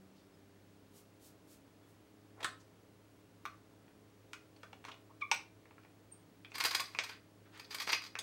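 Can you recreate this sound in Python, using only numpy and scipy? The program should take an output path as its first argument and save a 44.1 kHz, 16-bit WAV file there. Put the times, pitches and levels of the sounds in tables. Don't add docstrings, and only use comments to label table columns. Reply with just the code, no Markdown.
import sys
import numpy as np
from scipy import signal
from scipy.fft import rfft, irfft
from scipy.io import wavfile
from scipy.ndimage import uniform_filter1d

SR = 44100
rng = np.random.default_rng(int(sys.argv[2]) if len(sys.argv) > 2 else 0)


def digitize_waveform(pressure):
    field = np.atleast_2d(pressure).T
    bounded = np.clip(field, -1, 1)
    quanta = np.round(bounded * 32767).astype(np.int16)
    wavfile.write(sys.argv[1], SR, quanta)


N = 362502
TIME = np.arange(N) / SR
HIT_SAMPLES = SR / 50


def undb(db):
    return 10 ** (np.asarray(db) / 20)


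def unit(x):
    return x / np.sqrt(np.mean(x ** 2))


def on_log(hz, points):
    freqs, values = np.transpose(points)
    return np.interp(np.log(np.maximum(hz, 1)), np.log(freqs), values)


def colour(x, points, size=2048):
    gain = undb(on_log(np.fft.rfftfreq(size, 1 / SR), points))
    cepstrum = irfft(np.log(gain))
    cepstrum[1:size // 2] *= 2
    cepstrum[size // 2 + 1:] = 0
    return signal.fftconvolve(x, irfft(np.exp(rfft(cepstrum))))[:len(x)]


def flatten(x, width_hz, size=32768):
    power = uniform_filter1d(np.abs(rfft(x, size)) ** 2, int(width_hz * size / SR), mode="mirror")
    hz = np.fft.rfftfreq(size, 1 / SR)
    return colour(x, np.column_stack([hz, -10 * np.log10(power + 1e-12)])[1:])


def set_bands(x, bands_hz, levels_db):
    power = 2 * np.abs(rfft(x)) ** 2 / len(x) / HIT_SAMPLES
    hz = np.fft.rfftfreq(len(x), 1 / SR)
    points = []
    for (lo, hi), db in zip(bands_hz, levels_db):
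        gain_db = db - 10 * np.log10(power[(hz > lo) & (hz < hi)].sum())
        points += [(lo * 1.15, gain_db), (hi / 1.15, gain_db)]
    return colour(x, points)


def add(out, time, x):
    start = int(time * SR)
    out[start:start + len(x)] += x[:len(out) - start]


def drift(rate):
    targets = rng.standard_normal(int(N / SR * rate) + 2)
    return np.interp(TIME * rate, np.arange(len(targets)), targets)


def grains(size, per_s, spread_db):
    when, force, side = rng.random((3, size))
    strength = undb(-spread_db * np.log(np.maximum(force, .05)))
    return (when < per_s / SR) * strength * np.sign(side - .5)


# (multiple of the speed, starting level [dB], full-speed level [dB])
FAN_NOTES = [(3, -73.5, -69), (5, -80, -80), (6, -66, -85), (8, -82, -73.5), (9, -75, -73),
             (12, -73, -75.5)]

def fan(start_hz=31.64, full_hz=34.72, settle_s=.85, wobble=.00291, waver_db=2):
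    settled = 1 - np.exp(-TIME / settle_s)
    speed = start_hz + (full_hz - start_hz) * settled
    angle = 2 * np.pi * np.cumsum(speed * (1 + wobble * drift(3.05))) / SR
    hum = 0
    for multiple, start_db, full_db in FAN_NOTES:
        db = start_db + (full_db - start_db) * settled + waver_db * drift(6.2)
        hum += undb(db) * np.sin(multiple * angle)
    return np.sqrt(2) * hum


# (pitch [Hz], level [dB])
APPLIANCE_TONES = [(50, -88.5), (533, -84.5), (640, -82.5), (15734, -83.5)]

def appliances():
    tones = sum(undb(db + drift(4.1)) * np.sin(2 * np.pi * hz * TIME) for hz, db in APPLIANCE_TONES)
    return np.sqrt(2) * tones


# (frequency [Hz], gain [dB])
AIR_COLOUR = [(15, -73), (25, -24.5), (69, -13.5), (86, -9), (104, -7), (129, -10.5), (198, -6.5),
              (246, -10), (305, -6), (378, -12), (410, -9.5), (684, -16), (1240, -20.5), (13500, -37),
              (15500, -54)]

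def air(level_db=-65.5):
    return undb(level_db) * unit(colour(rng.standard_normal(N), AIR_COLOUR))


# (delay [s], gain)
NEAR_ECHOES = [(.0022, 0.44), (.0046, 0.15), (.0083, .2), (0.0175, 0.038)]
# (frequency [Hz], time to fade by 60 dB [s])
ROOM_FADE = [(300, 0.27), (1200, 0.27), (2500, 0.26), (6000, 0.26), (14000, 0.18)]
# (frequency [Hz], gain [dB])
ROOM_COLOUR = [(480, 0), (690, -2.5), (880, 0)]

def kitchen(x, tail_db=-3.5, build_s=.00024, size=22050):
    t, hz = np.arange(size) / SR, np.fft.rfftfreq(size, 1 / SR)
    noise, tail = rfft(rng.standard_normal(size)), 0
    edges = np.geomspace(60, SR / 2, 10)
    for lo, hi in zip(edges, edges[1:]):
        band = irfft(noise * ((hz >= lo) & (hz < hi)), size)
        tail += band * undb(-60 * t / on_log(np.sqrt(lo * hi), ROOM_FADE))
    tail *= 1 - np.exp(-t / build_s)
    response = undb(tail_db) * tail / np.linalg.norm(tail)
    response[0] += 1
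    for delay, gain in NEAR_ECHOES:
        response[int(delay * SR)] += gain
    response = flatten(response, width_hz=130)
    echoing = signal.fftconvolve(x, response / np.linalg.norm(response))[:N]
    return colour(echoing, ROOM_COLOUR)


# (time [s], level [dB])
PALM_SWISHES = [(0.976, -64), (1.257, -62), (1.521, -64.5), (1.9, -75.5)]
# (time [s], half length [s], level [dB], centre [Hz], width [octaves])
HAND_RUBS = [(.18, 0.037, -73.5, 4000, 0.52), (2.416, 0.038, -54.5, 710, 0.81),
             (2.609, .012, -67.5, 5300, 0.52), (4.875, .025, -63, 2600, 0.87),
             (4.92, 0.0054, -54, 3000, 0.46), (5.11, 0.014, -60.5, 1010, 0.22),
             (5.215, 0.0048, -52, 1900, 0.95), (6.512, 0.009, -70, 5900, .3),
             (7.117, 0.038, -54.5, 1830, .9), (7.467, 0.014, -64.5, 1280, 0.96),
             (7.564, 0.032, -56.5, 1610, 1)]

def rubs(swish_half_s=.041, swish_hz=7060, swish_octaves=1.2, size=16384):
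    out, t = np.zeros(N), (np.arange(size) - size / 2) / SR
    freq = np.fft.rfftfreq(size, 1 / SR) + 1
    swishes = [(time, swish_half_s, db, swish_hz, swish_octaves) for time, db in PALM_SWISHES]
    for time, half, db, hz, octaves in swishes + HAND_RUBS:
        band = np.exp(-(np.log2(freq / hz) / octaves) ** 2 / 2)
        friction = grains(size, per_s=11000, spread_db=-10)
        hiss = unit(irfft(rfft(friction) * band))
        add(out, max(time + t[0], 0), undb(db) * np.exp(-(t / half) ** 2) * hiss)
    return out


# (peak time [s], starting pitch [Hz], pitch drop [Hz], slip time [s], swell [s],
# release [s], levels of harmonics 1, 2 and 3 [dB])
PLASTIC_SQUEAKS = [(.345, 5120, 60, .004, .008, .006, -75, -90, -90),
                   (1.768, 5100, 60, .004, .003, .003, -77, -90, -90),
                   (1.838, 3420, 80, .004, .004, .005, -71, -90, -90),
                   (5.2258, 1245, 260, .005, .0039, .0018, -34.5, -30, -52),
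                   (6.127, 8800, 700, .0012, .0037, .0018, -46.5, -90, -90)]

def squeaks(size=2048):
    out, t = np.zeros(N), (np.arange(size) - size / 2) / SR
    for time, hz, drop, slip, swell, release, *levels in PLASTIC_SQUEAKS:
        pitch = hz - drop / (1 + np.exp((release - t) / slip))
        phase = 2 * np.pi * np.cumsum(pitch) / SR
        loudness = 2 / (np.exp(-t / swell) + np.exp(t / release))
        tone = sum(undb(db) * np.sin(k * phase) for k, db in enumerate(levels, 1) if k * hz < SR / 2)
        add(out, time + t[0], loudness * tone)
    return out


# (pitch [Hz], relative level [dB], time to fade by 60 dB [s])
LID_NOTES = [(900, -11, .025), (1080, -7, .025), (1430, -5, .025), (1850, -10, .018), (2330, -4, .018),
             (2780, -6, .014), (3450, -4, .012), (4220, -6, .01), (5680, -7, .006), (6300, -8, .006),
             (8050, -10, .01), (10300, -20, .012), (13800, -22, .01)]

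def click(db, slope_db, spot_hz, lift_db, contact_s, crack_db=9, chatter_db=-11, size=4096):
    t, ring = np.arange(size) / SR, 0
    spot_note = (spot_hz, lift_db - 8, .014)
    for k, (hz, note_db, fade_s) in enumerate([*LID_NOTES, spot_note]):
        grip_db, detune = rng.standard_normal(2)
        wave = (-1) ** k * np.sin(2 * np.pi * hz * (1 + detune / 50) * t)
        ring += undb(note_db + grip_db - 60 * t / fade_s) * wave
    contact = undb(crack_db) * np.exp(-t / contact_s) + undb(chatter_db) * np.exp(-t / .0048)
    crack = colour(contact * rng.standard_normal(size), [
        (50, 8), (150, 10), (400, 2), (800, 9.5), (6000, -14.5), (8500, -15), (11000, -23), (15000, -29)])
    press = 1 - np.exp(-t / (.29 * contact_s))
    bands_hz = [(600, 1700), (1700, 3000), (3000, 7000), (7000, 15000)]
    levels_db = db + np.array([-1, 0, slope_db - 1.5, 2 * slope_db - 11.5])
    snap = set_bands(press * (ring + crack), bands_hz, levels_db)
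    reach = 2 ** .54
    return colour(snap, [(spot_hz / reach, 0), (spot_hz, lift_db), (spot_hz * reach, 0)])


# (time [s], relative level [dB], treble slope [dB per octave],
# note of the touched spot [Hz], lift of that note [dB], contact time [s])
GRIP_CLICKS = [(2.404, -61.5, -1.5, 1880, 5, 0.0082), (2.4288, -55, 2, 3470, 4.5, 0.0062),
               (3.4585, -60.5, -2, 3450, 5.5, 0.0024), (3.88, -75.5, -6, 1400, 6, 0.0018),
               (4.563, -77, 1, 4680, 6, 0.0045), (4.631, -62, -2.5, 1300, 11, 0.0048),
               (4.73, -61, -6, 795, 5, 0.0021), (4.8408, -66, -4, 1500, 8, 0.0018),
               (4.85, -58, -2, 1230, 5.5, 0.0023), (4.8829, -59.5, -3.5, 1160, 12, 0.0096),
               (4.916, -64.5, -3.5, 2960, 6, 0.0051), (4.941, -65.5, -6, 2400, -3, 0.0022),
               (5.3421, -62.5, 8, 8000, -12, 0.0025), (5.655, -69.5, -13, 1100, -4, .0015),
               (5.709, -70.5, -11, 885, 7, 0.0018), (5.781, -70.5, -16, 1380, 11, 0.00095),
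               (5.834, -75, -7, 2100, 2, 0.0023), (5.848, -70.5, -14, 1200, 0, 0.0026),
               (6.518, -65, -4, 2450, 5, 0.0023), (6.6494, -47.5, -11, 2300, 10, 0.0033),
               (6.935, -73, -3, 3330, 6, 0.0022), (7.875, -49.5, -5, 1970, 3, 0.00087),
               (8.162, -58, -15, 1880, -1, .001)]

def clicks(gain_db=3.5, bass_cut_hz=300):
    out = np.zeros(N)
    for time, *settings in GRIP_CLICKS:
        add(out, time, click(*settings))
    bass_cut = signal.butter(2, bass_cut_hz, "high", fs=SR, output="sos")
    return signal.sosfilt(bass_cut, out) * undb(gain_db)


def unit_hit(x):
    return x / np.sqrt(np.sum(x ** 2) / HIT_SAMPLES)


# (pitch [Hz], relative level [dB], time to fade by 60 dB [s])
HARD_KNOCKS = [ (2.4452, -36, 0.0026, -15, [(250, -5.5), (800, -4.5), (1100, -0.5), (1750, 7), (2500, -5.5),
               (3600, -0.5), (4300, -3), (5200, -12), (7000, -11), (8100, -4.5), (11500, -27), (13300, -21),
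               (16000, -36)], [(1040, -9.5, 0.048), (1290, -6.5, 0.16), (1510, -12, .1), (1770, -16, 0.068),
               (3590, -20, 0.11)]), (3.4536, -43, 0.0014, -12, [(250, -14), (700, -13), (1200, 6.5),
               (1500, -0.5), (1850, -9), (2300, 0), (2900, -19), (3700, -12), (4500, -29), (5900, -15),
               (7200, -30), (15000, -34)], [(1170, -9, 0.062), (1325, -14.5, 0.16), (14300, -29, .015)]),
               (4.3324, -48, 0.0026, -16, [(250, -22), (700, -28), (1000, -9), (1750, -13), (2300, -4.5),
               (3200, -12.5), (4000, -18), (6500, -18.5), (7400, -23), (10000, -29), (15000, -41)],
               [(1400, -4.5, 0.017)]), (5.3143, -28.5, 0.0023, -22, [(250, -21), (520, 0), (700, -5.5),
               (820, 13), (1070, 7.5), (1250, -0.5), (1950, 2), (2300, 12.5), (2800, 9), (3100, 2),
               (3600, 3.5), (4000, -1.5), (5200, -2), (5800, 8.5), (6300, 0.5), (7200, -17), (8050, -3),
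               (8600, -19), (10000, -22), (13000, -22), (16000, -47)], [(921, -14.5, 0.13),
               (1450, -15.5, 0.054), (2300, -12, 0.18), (2360, -16, 0.36), (2730, -15, 0.063),
               (5700, -19, 0.0098), (8000, -27, .04)]), (6.4476, -54, 0.0023, -16, [(250, -14), (800, -10),
               (1500, -2), (2000, 0), (2450, 8.5), (2850, -8), (3300, 7), (3800, -9), (4700, -10),
               (6000, -24), (15000, -38)], [(3290, -12, 0.036)]), (6.6097, -38.5, .0012, -20, [(250, -17),
               (650, -6), (950, -2), (1300, -2), (1900, 6), (2800, 3), (4800, 2), (6000, -9), (10000, -11),
               (15000, -22)], [(940, -10, .04)]), (6.797, -39, 0.0013, -11, [(250, -9), (650, -5),
               (1050, 9), (1600, -2), (2300, 8), (3000, -3), (4600, -7), (6500, -10), (8300, -14),
               (11000, -26), (15000, -32)], [(1110, -20, 0.053)]), (6.9488, -44, .001, -23, [(250, -12),
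               (650, -3), (1100, 3), (1800, -5), (2450, 11.5), (2800, -2), (3200, -16), (5000, -15),
               (7000, -22), (15000, -43)], [(2400, -15, .05)]), (6.9882, -32.5, 0.00053, -16, [(250, -15),
               (550, 0.5), (1000, 0.5), (1750, 2.5), (2300, 13), (3000, 3), (4400, -1.5), (6000, -2),
               (7000, -11), (8000, -12), (11000, -37), (14000, -33), (16000, -42)], [(2130, -24, .05),
               (2377, -18, .09)]), (7.9301, -31.5, 0.0021, -18, [(250, -19), (700, -9), (1000, 1),
               (1700, -1), (2350, 11), (3000, 3), (4500, -8), (5400, -2), (6100, 0), (7000, -20),
               (15000, -30)], [(2135, -17, .06), (4690, -15, .04)]),
               (8.154, -42.5, 0.00068, -34, [(250, -10), (700, -5.5), (1000, -6), (1500, 3), (2000, 0),
               (2550, 5), (3000, -11), (4400, -17), (5700, -14), (7500, -31), (15000, -46)],
               [(1600, -21, .06), (2510, -19, .08)]), (8.1887, -41.5, 0.0031, -9, [(250, -14), (800, -0.5),
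               (1400, -7), (2500, -1), (3000, -4), (3550, 8), (4100, -2), (4900, 0), (5700, -10), (6500, 2),
               (7400, -10), (8200, -2), (9200, -10), (10300, -8), (11500, -15), (16000, -20)],
               [(3540, -5, .02), (4910, -10, 0.036), (6500, -15, .04), (8100, -18, .05)])]

def knocks(chatter_s=.0079, bass_cut_hz=170, size=12000):
    out, t = np.zeros(N), np.arange(size) / SR
    for time, db, contact_s, chatter_db, tone, notes in HARD_KNOCKS:
        contact = np.exp(-t / contact_s) + undb(chatter_db) * np.exp(-t / chatter_s)
        burst = flatten(contact * rng.standard_normal(size), width_hz=250)
        knock = unit_hit(colour(burst, tone))
        press = 1 - np.exp(-t / contact_s)
        for hz, note_db, fade_s in notes:
            ring = press * np.sin(2 * np.pi * hz * t) * undb(-60 * t / fade_s)
            knock += undb(note_db) * unit_hit(ring)
        add(out, time, undb(db) * knock)
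    bass_cut = signal.butter(2, bass_cut_hz, "high", fs=SR, output="sos")
    return signal.sosfilt(bass_cut, out)


# (pitch [Hz], width [Hz], relative level [dB])
WALL_NOTES = [(1080, 90, -12), (1880, 45, -10), (2180, 200, -6), (2420, 260, -6), (3290, 160, -11),
              (3940, 120, -14), (4200, 140, -7), (4480, 120, -6), (4810, 130, 3), (5880, 90, -6),
              (6500, 130, -9), (8270, 130, -3), (9920, 200, -8), (13300, 300, -4)]
# (frequency [Hz], gain [dB])
SEED_TONE = [(40, -35), (150, -23), (400, -9.5), (720, -6.5), (1000, 0.5), (1550, -0.5), (2350, -2),
             (2950, -4.5), (3700, -3.5), (4750, -3.5), (5400, -7.5), (7200, -10), (10000, -14.5),
             (13500, -14), (16000, -25)]

def wall(impacts, ring_gain=2.1, flex_share=.008, flex_db=2, patches=3, size=4096):
    t, out = np.arange(size) / SR, 0
    patch_hit = rng.integers(patches, size=len(impacts))
    for patch in range(patches):
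        response = np.zeros(size)
        for hz, width, db in WALL_NOTES:
            louder, higher = rng.standard_normal(2)
            strength = ring_gain * undb(db + flex_db * louder) * 2 * np.pi * width / SR
            wave = np.cos(2 * np.pi * hz * (1 + flex_share * higher) * t)
            response += strength * np.exp(-np.pi * width * t) * wave
        response[0] += 1
        out += signal.fftconvolve(impacts * (patch_hit == patch), response)[:len(impacts)]
    return colour(out, SEED_TONE)


# (start [s], end [s], level [dB])
TILTS = [(6.52, 7.166, -63), (7.48, 8.123, -74)]

def sliding_seeds(jerks, fade_s=.057, surge_db=-5.5, rise_s=.0039, settle_s=.011):
    flow = np.zeros(N)
    for start, end, db in TILTS:
        flow += undb(db) * np.clip(np.minimum(TIME - start, end - TIME) / fade_s, 0, 1)
    for time, db, *_ in jerks:
        surge = np.exp(-np.maximum((time - TIME) / rise_s, (TIME - time) / settle_s))
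        flow += undb(db + surge_db) * surge
    patter = grains(N, per_s=4000, spread_db=4)
    return unit(wall(patter)) * flow


# (time [s], body level [dB], rattle above body [dB], fizz above body [dB],
# time the seeds take to land [s])
JERKS = [(6.543, -49.5, 0.5, -31, 0.028), (6.553, -48, -0.5, -8.5, 0.0087), (6.5817, -47, -4, -5, 0.0063),
         (6.602, -39, 0, -11, 0.0086), (6.6386, -41.5, 2, -2.5, 0.0039), (6.648, -38, 4.5, -18, 0.014),
         (6.6523, -37.5, -0.5, -4, 0.014), (6.681, -52, 5, -16, .0049), (6.7086, -42.5, 2.5, -10, 0.011),
         (6.736, -46, -13, -23, 0.005), (6.748, -36, 2.5, -7, 0.0072), (6.797, -47.5, -2, -12, .004),
         (6.8014, -44, 4, -4, 0.0062), (6.856, -69, 17, -28, 0.0062), (7.036, -47, 0, -10, .011),
         (7.092, -50.5, -3, -16, 0.0086), (7.575, -68, 0, -3, 0.0034), (7.596, -52.5, -1, -13, 0.0064),
         (7.645, -67, 8, -15, 0.0087), (7.707, -49.5, 3, -11, 0.034), (7.7455, -46, 1, -4, 0.0082),
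         (7.7848, -53, 4, -12, 0.0034), (7.8003, -43.5, 1.5, -11.5, 0.01), (7.817, -47.5, 3, -6.5, .016),
         (7.871, -44.5, -1, -15, 0.019), (7.891, -37.5, -0.5, -21, 0.018), (7.92, -40, -3, -9, .011),
         (7.931, -39.5, 3, -35, 0.0076), (7.945, -45, 2, -15, 0.007), (8.02, -57, 3, -10, .003),
         (8.038, -55, 2.5, -13, 0.006), (8.05, -58, 3, -14, 0.0026), (8.062, -59.5, 6, -9, 0.011)]

def shakes(stragglers=.15, straggle_s=.0058, size=6000):
    out, t = np.zeros(N), np.arange(size) / SR
    bands_hz = [(700, 3000), (3000, 7000), (7000, 15000)]
    for time, db, rattle_db, fizz_db, landing_s in JERKS:
        cloud = np.exp(-(t / landing_s) ** 4) + stragglers * np.exp(-t / straggle_s)
        cloud *= 1 - np.exp(-t / (.018 * landing_s))
        impacts = cloud * grains(size, per_s=15000, spread_db=3.5)
        hit = wall(flatten(impacts, width_hz=700))
        add(out, time, set_bands(hit, bands_hz, [db, db + rattle_db, db + fizz_db]))
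    return out


def scene():
    handling = shakes() + sliding_seeds(JERKS) + knocks() + clicks() + squeaks() + rubs()
    return (kitchen(handling) + fan() + appliances() + air())[None]


def record(dry, top_hz=15950):
    return signal.sosfilt(signal.ellip(12, .1, 70, top_hz, fs=SR, output="sos"), dry)


dry = scene()
out = record(dry)
digitize_waveform(out)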